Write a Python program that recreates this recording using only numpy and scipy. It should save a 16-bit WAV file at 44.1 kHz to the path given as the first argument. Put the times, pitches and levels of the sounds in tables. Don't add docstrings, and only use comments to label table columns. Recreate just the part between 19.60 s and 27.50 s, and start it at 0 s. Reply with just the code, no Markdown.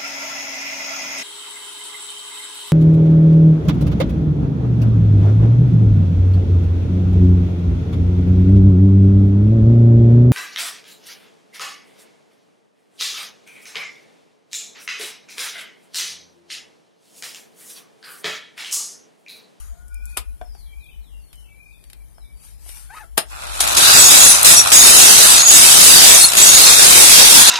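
import sys
import numpy as np
from scipy import signal
from scipy.fft import rfft, irfft, next_fast_len
from scipy.io import wavfile
from scipy.ndimage import uniform_filter1d, map_coordinates

SR = 44100
rng = np.random.default_rng(int(sys.argv[2]) if len(sys.argv) > 2 else 0)


def to_wav(s):
    ch = np.atleast_2d(s).T
    pcm = np.round(np.clip(ch, -1, 1) * 32767)
    wavfile.write(sys.argv[1], SR, pcm.astype(np.int16))


def volts(x):
    e = np.asarray(x, float) / 20
    return 10 ** e


N = 348390
TIME_S = np.arange(N) / SR

# pitch_hz, width_hz, level_db
STEEL = [(4265, 30, -6), (4786, 55, -8), (5163, 35, -11), (5697, 55, -7), (6122, 35, -7), (6675, 45, 0),
         (7170, 30, -9), (7711, 28, -3), (8260, 45, -7), (8820, 45, -5), (9428, 28, -4), (9980, 35, -6),
         (10623, 30, -7), (11205, 35, -6)]
# pitch_hz, width_hz, level_db
REST = [(2640, 70, -14), (3310, 60, -13), (3700, 60, -7), (3990, 50, -14)]
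LEAD_DB = {4260: -21.5, 6680: -17}
# centre_s, length_s, pitch_hz, boost_db
SINGS = [(4.2, 0.28, 4786, 9), (5.8, 0.11, 4265, 12), (5.537, 0.073, 4265, 6), (6.072, 0.11, 4265, 5),
         (6.65, 0.078, 4265, 14), (7.046, 0.16, 4265, 12), (4.178, .04, 6675, 17.5),
         (4.462, 0.13, 6675, 17), (4.64, 0.084, 6675, 13), (4.96, 0.11, 6675, 7), (5.174, 0.09, 6675, 8),
         (5.398, 0.13, 6675, 9.5), (5.2, 0.14, 6675, 11), (5.844, 0.12, 6675, 17), (6.786, 0.14, 6675, 12),
         (6.97, 0.086, 6675, 11.5), (5.9, 0.12, 6675, 10), (6.9, 0.11, 6675, 12.5),
         (4.398, 0.11, 7711, 14.5), (4.73, 0.082, 7711, -1), (5.17, 0.065, 7711, 11), (5.1, .1, 7711, 8),
         (5.965, 0.05, 7711, 8), (6.83, 0.044, 7711, 19), (3.6, .1, 8820, 8), (6.58, 0.081, 8820, 14),
         (7.5, 0.24, 9428, 5.5), (6.7, 0.53, 8260, 11), (4.7, .06, 10623, 12), (6.63, 0.12, 10623, 12),
         (6.66, 0.069, 9980, 12), (6.56, 0.17, 11205, 4), (6.66, .06, 8260, 0), (4.7, .1, 9428, 10),
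         (6, .1, 8820, 7), (3.1, .06, 8820, 11), (5.72, .06, 8260, 12), (5.71, .08, 9980, 8),
         (5.7, 0.13, 11205, 6), (4.95, 0.12, 11205, 7), (4.72, .1, 5697, 4.5), (4.74, .1, 6122, 8),
         (4.37, .1, 4786, 13), (5.85, 0.21, 4786, 9.5), (5, .1, 5697, 19), (6.85, 0.051, 8820, 10),
         (6.4, .12, 11205, 5.5), (4.97, 0.051, 7711, 7), (6.05, 0.053, 11205, 4), (6.26, .1, 10623, 7)]
# centre_s, length_s, pitch_hz, lost_share
DEAD = [(4.402, .12, 3080, .7), (4.62, 0.19, 3070, .8), (4.904, 0.12, 3030, 1), (5.277, 0.17, 3300, 0.98),
        (5.695, .1, 3300, 0.79), (6.63, .15, 3070, .9), (6.954, 0.27, 3080, .75),
        (7.197, 0.099, 3060, 0.76), (7.5, 0.15, 3080, 0.98), (4.653, 0.42, 4560, 0.85),
        (5.0, .08, 4540, 0.66), (5.33, 0.21, 4500, 0.74), (6.01, .1, 4530, 0.79), (6.6, 0.21, 4550, 0.77),
        (6.951, .3, 4520, 0.37), (4.636, 0.17, 5330, 0.9), (4.8, 0.06, 5370, 1), (5.724, 0.14, 5350, 1),
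        (6.904, 0.096, 5320, .6), (7.333, 0.16, 5330, 0.7)]
# time_s, wood_body_db, steel_singing_db
GRIP = [(3.6, -6, -3.5), (4.0, -13, 3), (4.25, -3.5, 0.5), (4.4, -6, -1), (4.52, -12.5, -2),
        (4.7, -11.5, .5), (5.0, -11.5, 0), (5.3, -10.5, -0.5), (5.52, -13.5, -0.5), (5.72, -9, 1),
        (5.95, -11, .5), (6.15, -12.5, -0.5), (6.47, -10.5, -3.5), (6.64, -13.5, -1), (6.85, -8, -2),
        (7.1, -8, -0.5), (7.5, -10, -1.5), (7.9, -6, -3)]
# pitch_hz, density_db
CHIPS = [(120, -16.0), (410, -8.0), (700, -7), (1580, -11.5), (1920, -10.0), (2690, -6.0), (3020, -5.5),
         (3720, -3.0), (4340, -7.0), (4510, -3.0), (4750, -2.5), (9690, -2), (13600, -9.5), (15400, -24)]
# pitch_hz, likeness (-1 to 1)
CUT_ALIKE = [(60, -0.51), (180, -0.25), (550, -0.71), (1650, -0.21), (4970, -0.017), (15000, -0.23)]
# pitch_hz, left_minus_right_db
CUT_BALANCE = [(500, 3.5), (1500, 0), (3000, -2), (6000, -1), (9000, 4), (13000, 4)]
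# pitch_hz, width_hz, level_db
TURNING_WOOD = [(1590, 470, -4.5), (2653, 260, -4), (3860, 600, 0.5)]
BITES_S = [4.005, 4.168, 4.846, 5.119, 6.77]
# length_s, bite_cut_db, lift_cut_db, lift_db_per_s
STROKES = [
    (.007, -6.5, -11.5, 243.5),
    (0.55, -12, -7, 121),
    (0.15, -8, -6.5, 263),
    (1.529, -8.5, -8.5, 205),
    (1.23, -10, -7, 206),
]
# centre_s, length_s, dip_db
SLACKS = [(4.237, 0.21, -0.5), (5.755, .055, 2), (5.847, 0.06, 6.5), (6.776, 0.018, 0)]
# time_s, level_db
MOTOR = [
    (3.69, -62),
    (3.72, -42.5),
    (3.99, -36.5),
    (4.03, -28.5),
    (4.2, -24),
    (7.9, -28.5),
]
# pitch_hz, density_db
BED = [(35, -35), (60, 4.5), (164, -9.5), (478, -8.5), (615, 4), (1280, -4.5), (1760, -7), (4180, -1.5),
       (6300, -23), (10900, -6.5), (14000, -58)]
# pitch_hz, width_hz, level_db
BEARING = [(800, 330, -3), (1377, 260, 1.5), (2547, 220, -4)]
# start_s, peak_db, wood_db, t60_s, left_minus_right_db
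KNOCKS = [(0.281, -35, -45, .025, 10), (0.343, -31, -45, .025, 14), (0.4544, -28, -45, 0.06, 7),
          (0.5675, -29, -2, 0.028, 9), (0.571, -9, -17, 0.11, 5), (0.8128, -44, 10, 0.15, 6),
          (0.9485, -45, -5, 0.23, 5), (1.2414, -42, -45, .04, 6.0), (1.7285, -34, -24, 0.13, 2),
          (2.2388, -35.5, -24, 0.05, 3), (2.299, -33.5, -26, 0.069, 6), (2.3305, -27, -36, 0.029, 5),
          (1.755, -35, -45, .03, 7), (2.58, -55, 9, 0.18, 3), (2.772, -46, -25, .04, 6),
          (3.06, -41, -6, .04, 7), (3.215, -40, -45, .03, 6), (3.0894, -27.5, -22, 6.0, 6),
          (3.44, -47, -1, 0.11, -1), (3.572, -21, -8, 0.045, 1), (3.5748, -7, -13, 0.035, 10),
          (3.577, 0, -11.5, 0.11, 4), (4.0044, -3.5, -24, 0.12, 8), (4.1682, -7, -11.5, 0.027, 1),
          (4.075, -5, -23, 0.033, 7), (5.08, -12, -25, .02, 2), (6.701, -10, -29, .02, 2),
          (4.15, -10, -29, .03, 2), (4.829, 7.5, -40, 0.042, 6)]
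# start_s, peak_db, wood_db, t60_s, left_minus_right_db
CATCHES = [
    (6.719, -4, -25, .02, 2),
    (6.734, 3, -25, .02, 2),
    (6.751, 3, -25, .035, 2),
]
# pitch_hz, width_hz, level_db
BLANK = [(206, 350, -4), (457, 230, 4.5), (713, 150, 8.5), (1090, 690, 0), (1610, 310, 1), (2320, 600, -17),
         (3300, 660, -14)]
# start_s, pitch_hz, level_db, t60_s
RINGS = [(0.571, 1020, -31, 0.075), (.5715, 1230, -29, 0.065), (0.8131, 725, -33.5, 0.081),
         (.8135, 2400, -47, 0.034), (.8135, 3440, -49, .04), (0.814, 639, -39, .08), (.949, 800, -52, .08),
         (.5715, 2570, -36, 0.076), (.5715, 3410, -38, .06), (.5715, 7800, -35, .1),
         (.5715, 11210, -28, 0.098), (3.578, 9200, -23, 0.15), (3.578, 10340, -25, 0.13),
         (3.578, 5150, -23.5, .1), (3.5773, 3230, -27, 0.063)]
# time_s, slip_hz, level_db, octave_db
SQUEAK = [
    (3.29, 758, -70, 12),
    (3.305, 798, -48.5, 3.5),
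    (3.35, 986, -40.5, -6),
    (3.357, 1310, -39, -11),
    (3.385, 1280, -33.5, -17),
    (3.39, 980, -52, 6),
    (3.42, 824, -42, -1.5),
    (3.445, 666, -54, 7),
    (3.46, 680, -75, 0),
]
# start_s, length_s, pitch_hz, slide_hz, level_db
WHISTLER = [
    (0.284, 0.34, 2332, 241, -52.5),
    (1.049, 0.28, 2307, 192, -53.5),
    (1.871, 0.29, 2290, 238, -53.5),
    (2.329, 0.116, 2400, -150, -60),
    (2.605, 0.14, 2306, -14, -62),
]
# start_s, length_s, start_hz, end_hz, level_db
TRILLS = [(0.818, 0.26, 5590, 3310, -56.5), (.935, .035, 5750, 5700, -61), (1.057, 0.058, 3450, 3150, -58),
          (1.275, 0.094, 3080, 2970, -60), (1.262, .07, 3900, 3530, -61), (1.497, 0.087, 2980, 2766, -60),
          (1.744, 0.077, 3020, 3005, -56), (2.97, .08, 5250, 5150, -68), (0.294, .12, 5200, 5070, -67),
          (1.192, 0.12, 4150, 3050, -59), (1.406, 0.12, 4400, 3000, -61.5), (1.603, 0.093, 4570, 4260, -63),
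          (1.7, 0.056, 3520, 3060, -62), (1.837, 0.062, 2800, 2660, -59), (2.043, .08, 5230, 4900, -73),
          (2.116, 0.044, 3820, 3500, -58), (2.197, 0.097, 4830, 4400, -65), (2.535, .1, 5400, 5080, -64),
          (2.605, 0.062, 4190, 3520, -59), (2.73, 0.07, 4660, 4660, -63)]
# time_s, level_db
AIR = [(0, -44), (.35, -40.5), (1.1, -42.5), (1.5, -48.5), (2.1, -55.5), (2.5, -50), (3.1, -49),
       (3.55, -50), (3.95, -36)]
# centre_s, dip_db
LULLS = [(.17, 22), (.57, 8), (.78, 18), (.97, 12), (1.25, 15), (1.7, 11), (1.9, 6), (2.33, 9), (2.69, 24),
         (2.8, 8), (3.32, 8), (3.63, 13)]
# pitch_hz, density_db
THROB = [(12, -58), (20, -35), (30, -6), (54, 13), (67, 1), (81, -18), (130, -31), (170, -52), (290, -120)]
# peak_s, peak_db
RUSTLE = [(0, -40.5), (.07, -46.5), (.5, -42.5), (1.0, -49), (1.81, -47.5), (2.775, -55), (2.85, -39),
          (3.095, -33.5), (3.17, -33.5), (3.36, -40)]
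# pitch_hz, density_db
SHAVINGS = [(470, -42), (800, 0), (914, -3), (1010, -7), (2460, -3.5), (5380, -2), (7190, -2.5),
            (10600, 7.5), (14300, -6.5)]
# pitch_hz, density_db
YARD = [(59, -28), (100, 6), (271, -9), (798, -15), (1430, -26.5), (2300, -23), (2770, -52), (3080, -21),
        (4560, -74), (10300, -43.5), (14300, -23)]
# pitch_hz, likeness (-1 to 1)
ALIKE = [(60, -0.97), (180, -0.81), (550, -0.62), (1650, 0.26), (4970, 0.17), (15000, -0.21)]
# pitch_hz, level_db
WHINE = [(13001, -80), (14002, -75)]
# pitch_hz, width_hz, level_db
SCUFF = [(1280, 370, 0.17), (6800, 330, 1.8)]
# pitch_hz, t60_s
SHED = [(200, 0.3), (2000, 0.27), (10000, 0.11)]
# pitch_hz, ease_db
EASE = [(1200, -60), (1700, -5), (2400, 0), (6500, 0), (8000, -3), (11000, -3), (12500, 0)]

SHAFT_HZ, TOUCH_S = 53.66, 4.005
START_S, START_DB, RUN_UP_DB_PER_S = 3.7, -49.5, 68
SKIM_DB, SKIM_SPAN_DB, SKIP_DB = -21.5, 3.2, 2.5
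CROW_S, CROW_BREAK_S, CROW_END_S = 0.091, 0.17, 0.43
CROW_HZ, CROW_SCOOP_HZ, CROW_SCOOP_S, CROW_LOW_DB, CROW_HIGH_DB = 730, 121, .03, -54, -51
WHISTLE_EDGE_S, WARBLE_HZ = 0.039, 91


def chisel():
    cut_db = cut()
    wood_db, sing_db = curves(GRIP)
    wood_db = wood_db + 1.2 * wobble(8)
    sing_db = sing_db + 0.5 * wobble(9.1)

    force = volts(cut_db + 3.0 + 0.62 * np.clip(cut_db + 13.0, 0, None))
    turn_db = 0.3 + SKIP_DB * bump(SKIM_DB, SKIM_SPAN_DB, cut_db)
    force *= volts(turn_db * np.cos(tone(SHAFT_HZ, 7.5)) + 1.3 * wobble(25) + 0.93 * wobble(8))

    soon_db = np.roll(uniform_filter1d(cut_db, size=3000), -3000)
    lifting_db = np.clip(cut_db - soon_db, 0, 12)
    chips = patchy(pair(CHIPS, CUT_ALIKE, grain_db=4.0), depth_db=2.5)
    sound = volts(-.8 * lifting_db - 0.87 * sing_db) * chips

    bite = np.clip((cut_db + 30) / 15, 0, 1)
    blank = filtered(pair([(300, -15), (1000, -7)], CUT_ALIKE, grain_db=2), modes(TURNING_WOOD))
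    sound += bite * volts(1.89 * wood_db + 5.5 - 0.32 * lifting_db) * patchy(blank, depth_db=2.0)
    for hz, width, db in REST + STEEL:
        sound += bite * steel_mode(hz, width, db, sing_db)

    for hz in sorted({row[2] for row in DEAD}):
        lost = sum(share * bump(s, 1.3 * length) for s, length, at, share in DEAD if at == hz)
        lost = np.clip(lost * (1 + .4 * wobble(16)), 0, 1)
        sound -= lost * filtered(sound, lambda f: np.abs(resonance(f, hz, 150)) ** 2)

    shallow = np.clip((-11 - cut_db) / 8, 0, .9) * (TIME_S > TOUCH_S)
    sound -= shallow * filtered(sound, lambda f: (f > 170) / (1 + (f / 740) ** 6))
    return force * filtered(sound, lambda hz: volts(along(CUT_BALANCE, hz) * [[.5], [-.5]]))


def steel_mode(hz, width, db, sing_db):
    shake = rng.standard_normal((2, N)) + 0.97 * rng.standard_normal(N)
    ring = unit(filtered(shake, lambda f: resonance(f, hz, 0.62 * width)))
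    spread = rng.uniform(-1, 1) * np.array([[1], [-1]])
    ring = .6 * ring + .8 * np.sin(tone(hz, 1.2 * width) + spread)
    lead = min(LEAD_DB, key=lambda k: abs(k - hz))
    if abs(lead - hz) < .02 * hz:
        level_db = LEAD_DB[lead] + 1.6 * wobble(12)
    else:
        level_db = db - 12.5 + sing_db + 1.3 * wobble(15)
    level_db += sum(more * bump(s, length) for s, length, at, more in SINGS if abs(at / hz - 1) < .03)
    return ring * volts(level_db + 1.5 * np.array([wobble(9), wobble(9)]))


def cut():
    run_up = START_DB + RUN_UP_DB_PER_S * (TIME_S - START_S) + ramps(START_S, 9, 300, 1)
    layers = [np.where(TIME_S < TOUCH_S, run_up, SKIM_DB)]
    for s, (length, in_db, out_db, lift) in zip(BITES_S, STROKES):
        depth_db = np.interp(TIME_S, [s, s + length], [in_db, out_db])
        layers.append(depth_db + ramps(s, s + length, 6000, lift))
    return np.max(layers, axis=0) - sum(db * bump(s, length) for s, length, db in SLACKS)


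def motor():
    beat = volts(4 * np.cos(tone(2 * SHAFT_HZ, 30)) + 2 * wobble(60))
    bearing = unit(filtered(beat * pair([(1000, 0)], CUT_ALIKE, grain_db=0.5), modes(BEARING)))
    bed = unit(beat ** .6 * pair(BED, CUT_ALIKE, grain_db=1))
    early_db = ramps(0, 3.68, 1, 22)
    bed_gain = volts(-7.5 - 0.81 * np.clip(early_db, -6, 0))
    bearing_gain = volts(0.5 + np.clip(early_db, -5, 0))
    return volts(curves(MOTOR, -120)[0] + 7.5) * (bed_gain * bed + bearing_gain * bearing)


def knocks():
    crack, tick, wood = np.zeros((3, 2, N + SR))
    push = np.zeros((2, N))
    t = np.arange(SR // 3) / SR
    for s, db, wood_db, t60, pan_db in KNOCKS + CATCHES:
        at = round(s * SR)
        span = slice(at, at + len(t))
        side = volts([[pan_db / 2], [-pan_db / 2]])
        fade = volts(db - 60 * t / np.clip(t60, .02, .12)) * np.clip(t / 0.0018, 0, 1)
        fade *= 1 + 3.44 * volts(-60 * t / 0.016)
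        bright = tick if wood_db < -36 else crack
        bright[:, span] += side * fade * volts(-8.5) * rng.standard_normal((2, len(t)))
        dull = rng.standard_normal(len(t)) + 1.48 * rng.standard_normal((2, len(t)))
        wood[:, span] += side * fade * volts(wood_db + 2.0 - 60 * t / 0.059) * [[1], [-1]] * dull
        push[:, at] = side[:, 0] * volts(db + wood_db + 33) * (wood_db > -9)
    tick = filtered(tick[:, :N], lambda f: resonance(f, 9800, 5800) ** 2)
    hollow = filtered(push, lambda f: resonance(f, 700, 130) ** 2)
    crack = filtered(crack[:, :N], modes([(2930, 2000, -2), (5160, 1100, -2.5), (9800, 3300, -1.5)]))
    return rings() * volts([[3], [-3]]) + hollow + tick + crack + filtered(wood[:, :N], modes(BLANK))


def rings():
    total = np.zeros(N)
    for s, hz, db, t60 in RINGS:
        fade = volts(db - 60 * np.clip(TIME_S - s, 0, None) / t60)
        total += (TIME_S > s) * fade * np.sin(tone(hz, 26.6))
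    return total


def squeak():
    hz, _, octave_db = curves(SQUEAK)
    phase = tone(hz, 44.4)
    stack = np.sin(phase) + volts(octave_db) * (np.sin(2 * phase) + 0.27 * np.sin(3 * phase))
    scrape = unit(filtered(rng.standard_normal(N), modes([(1340, 1200, 13), (2800, 760, -23)])))
    return volts(curves(SQUEAK, -120)[1] + 2.9 * wobble(200)) * (stack + 0.35 * scrape)


def birds():
    return whistler() + crow() + trills()


def whistler():
    song, edge = np.zeros(N), 20 / WHISTLE_EDGE_S
    for s, length, hz, slide_hz, db in WHISTLER:
        late = np.clip((TIME_S - s) / length, 0, 1) ** 1.4
        level_db = db + ramps(s + WHISTLE_EDGE_S, s + length - WHISTLE_EDGE_S, edge, edge)
        level_db += 3.6 * wobble(39.56)
        blur_hz = 20 + WARBLE_HZ * late * (slide_hz > 0)
        song += volts(level_db) * np.sin(tone(hz + slide_hz * late, blur_hz))
    return song


def crow():
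    scoop = np.exp(-np.clip(TIME_S - CROW_S, 0, None) / CROW_SCOOP_S)
    phase = tone(CROW_HZ - CROW_SCOOP_HZ * scoop, 5.5)
    low_db = CROW_LOW_DB + ramps(CROW_S + 0.02, CROW_S + 0.037, 700, 300)
    high_db = CROW_HIGH_DB + ramps(CROW_BREAK_S + 0.023, CROW_END_S, 600, 60) + 2.8 * wobble(14.6)
    return volts(low_db) * np.sin(phase) + volts(high_db) * np.sin(2 * phase)


def trills():
    song = np.zeros(N + SR)
    for s, length, start_hz, end_hz, db in TRILLS:
        u = np.arange(int(length * SR)) / (length * SR)
        bend = (4900 / start_hz) ** 2.8
        hz = end_hz + (start_hz - end_hz) * (1 - u) ** bend + 50 * np.sin(2 * np.pi * 60 * u * length)
        level = volts(db + 3.9 * np.sin(2 * np.pi * 30 * u * length)) * np.sin(np.pi * u) ** .5
        song[int(s * SR):][:len(u)] += level * np.sin(2 * np.pi * np.cumsum(hz) / SR)
    return song[:N]


def background():
    throb_db = curves(AIR)[0] + 7.0 + 1.2 * wobble(9.15) + ramps(0, 3.87, 1, 56)
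    throb_db -= sum(db * bump(s, 0.044) for s, db in LULLS)
    hum = 1.07 * np.sin(tone(51, 5.4)) * [[1], [-1]]
    throb = volts(throb_db) * (pair(THROB, ALIKE, grain_db=-1.5) + hum)

    stir_db = np.max([db + ramps(s, s, 160, 108) for s, db in RUSTLE], axis=0)
    rustle_db = np.maximum(stir_db, -55) - 5.5 + 0.43 * wobble(44.0) + 0.67 * wobble(7.5)
    rustle = volts(rustle_db) * patchy(pair(SHAVINGS, ALIKE, grain_db=1.0), depth_db=3.5)

    yard = volts(-55.5 + 0.2 * wobble(5.1)) * pair(YARD, ALIKE, grain_db=-1)
    whine = sum(volts(db + 3 * wobble(6)) * np.sin(tone(hz, 4.9)) for hz, db in WHINE)
    scuff = unit(filtered(rng.standard_normal((2, N)), modes(SCUFF)))
    scuff = scuff * volts(-54 + ramps(0, 0.045, 1, 69))
    return (scuff + throb + rustle + yard + whine) * volts([[3], [-4]])


def shed(x, stretch):
    hz, t, z = signal.stft(rng.standard_normal((2, SR)), SR, nperseg=256)
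    fade = volts(-60 * t / (stretch * along(SHED, hz)[:, None]))
    tail = signal.istft(z * fade, SR, nperseg=256)[1]
    return signal.fftconvolve(x * np.ones((2, 1)), tail / np.linalg.norm(tail[0]), axes=1)[:, :N]


def unit(x):
    return x / np.sqrt(np.mean(x ** 2) + 1e-20)


def along(points, hz):
    f, v = np.transpose(points)
    return np.interp(np.log(hz + 1), np.log(f + 1), v)


def curves(rows, outside=None):
    s, *cols = np.transpose(rows)
    return [np.interp(TIME_S, s, c, outside, outside) for c in cols]


def ramps(start, end, rise, fall):
    return np.minimum(0, np.minimum(rise * (TIME_S - start), fall * (end - TIME_S)))


def bump(centre, width, axis=TIME_S):
    return np.exp(-(2 * (axis - centre) / width) ** 2)


def wobble(rate):
    knots = rng.standard_normal(int(N * rate / SR) + 4)
    return map_coordinates(knots, [np.arange(N) * rate / SR], order=1)


def tone(hz, blur_hz):
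    return 2 * np.pi * np.cumsum(hz + blur_hz * wobble(150)) / SR


def filtered(x, response):
    m = next_fast_len(N + 8192)
    return irfft(rfft(x, m) * response(np.fft.rfftfreq(m, 1 / SR)), m)[..., :N]


def resonance(f, hz, width):
    return 1j * f * width / (hz * hz - f * f + 1j * f * width)


def modes(peaks):
    return lambda f: sum((-1) ** k * volts(db) * resonance(f, c, w) for k, (c, w, db) in enumerate(peaks))


def pair(spectrum, alike, grain_db):
    def mid_side(hz):
        turn = np.arccos(np.clip(along(alike, hz), -1, 1)) / 2
        return volts(along(spectrum, hz)) * [np.cos(turn), np.sin(turn)]

    two = rng.standard_normal((2, N)) * volts(grain_db * wobble(900))
    mid, side = filtered(two, mid_side)
    return unit(np.array([mid + side, mid - side]))


def patchy(x, depth_db):
    z = signal.stft(x, nperseg=512)[2]
    field = uniform_filter1d(rng.standard_normal(z.shape[1:]), size=3, axis=0)
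    field = uniform_filter1d(field, size=15, axis=1)
    return unit(signal.istft(z * volts(depth_db * unit(field)), nperseg=512)[1][:, :N])


def thinned(x, drop_db):
    hz, _, z = signal.stft(x, SR, nperseg=1536)
    power = (np.abs(z[:, :768]) ** 2).mean(axis=0).reshape(128, 6, -1).mean(axis=1) + 1e-20
    around = uniform_filter1d(power ** .3, size=9, axis=0) ** (1 / .3)
    ease_db = along(EASE, hz[:768:6])[:, None]
    limit = volts(2 * (drop_db + ease_db + 1.2 * rng.standard_normal(power.shape)))
    treble = power[10:].sum(axis=0)
    steady = treble < 3 * np.roll(treble, 1)
    gain = np.where((power < limit * around) & steady, .1, 1)
    z[:, :768] *= np.repeat(gain, 6, axis=0)
    return signal.istft(z * (hz < 14260)[:, None], SR, nperseg=1536)[1][:, :N]


def scene():
    near = knocks() + squeak() * volts([[2], [-3]])
    far = birds()
    wet = shed(volts(-7.5) * near, stretch=0.64) + shed(far * volts([[2], [-4]]), stretch=1.9)
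    return chisel() + motor() + near + far * volts([[-3], [-9]]) + wet + background()


def low_pass(x):
    return signal.sosfilt(signal.butter(12, 15590, fs=SR, output="sos"), x)


def record(dry):
    x = dry / (1 + np.abs(dry / 1.3) ** 8) ** (1 / 8)
    x = filtered(x, lambda hz: volts(along([(20, 1.5), (45, 0)], hz)))
    x = np.clip(thinned(x, drop_db=-2.5), -0.99, 0.99)
    return low_pass(x)


dry = scene()
out = record(dry)
to_wav(out)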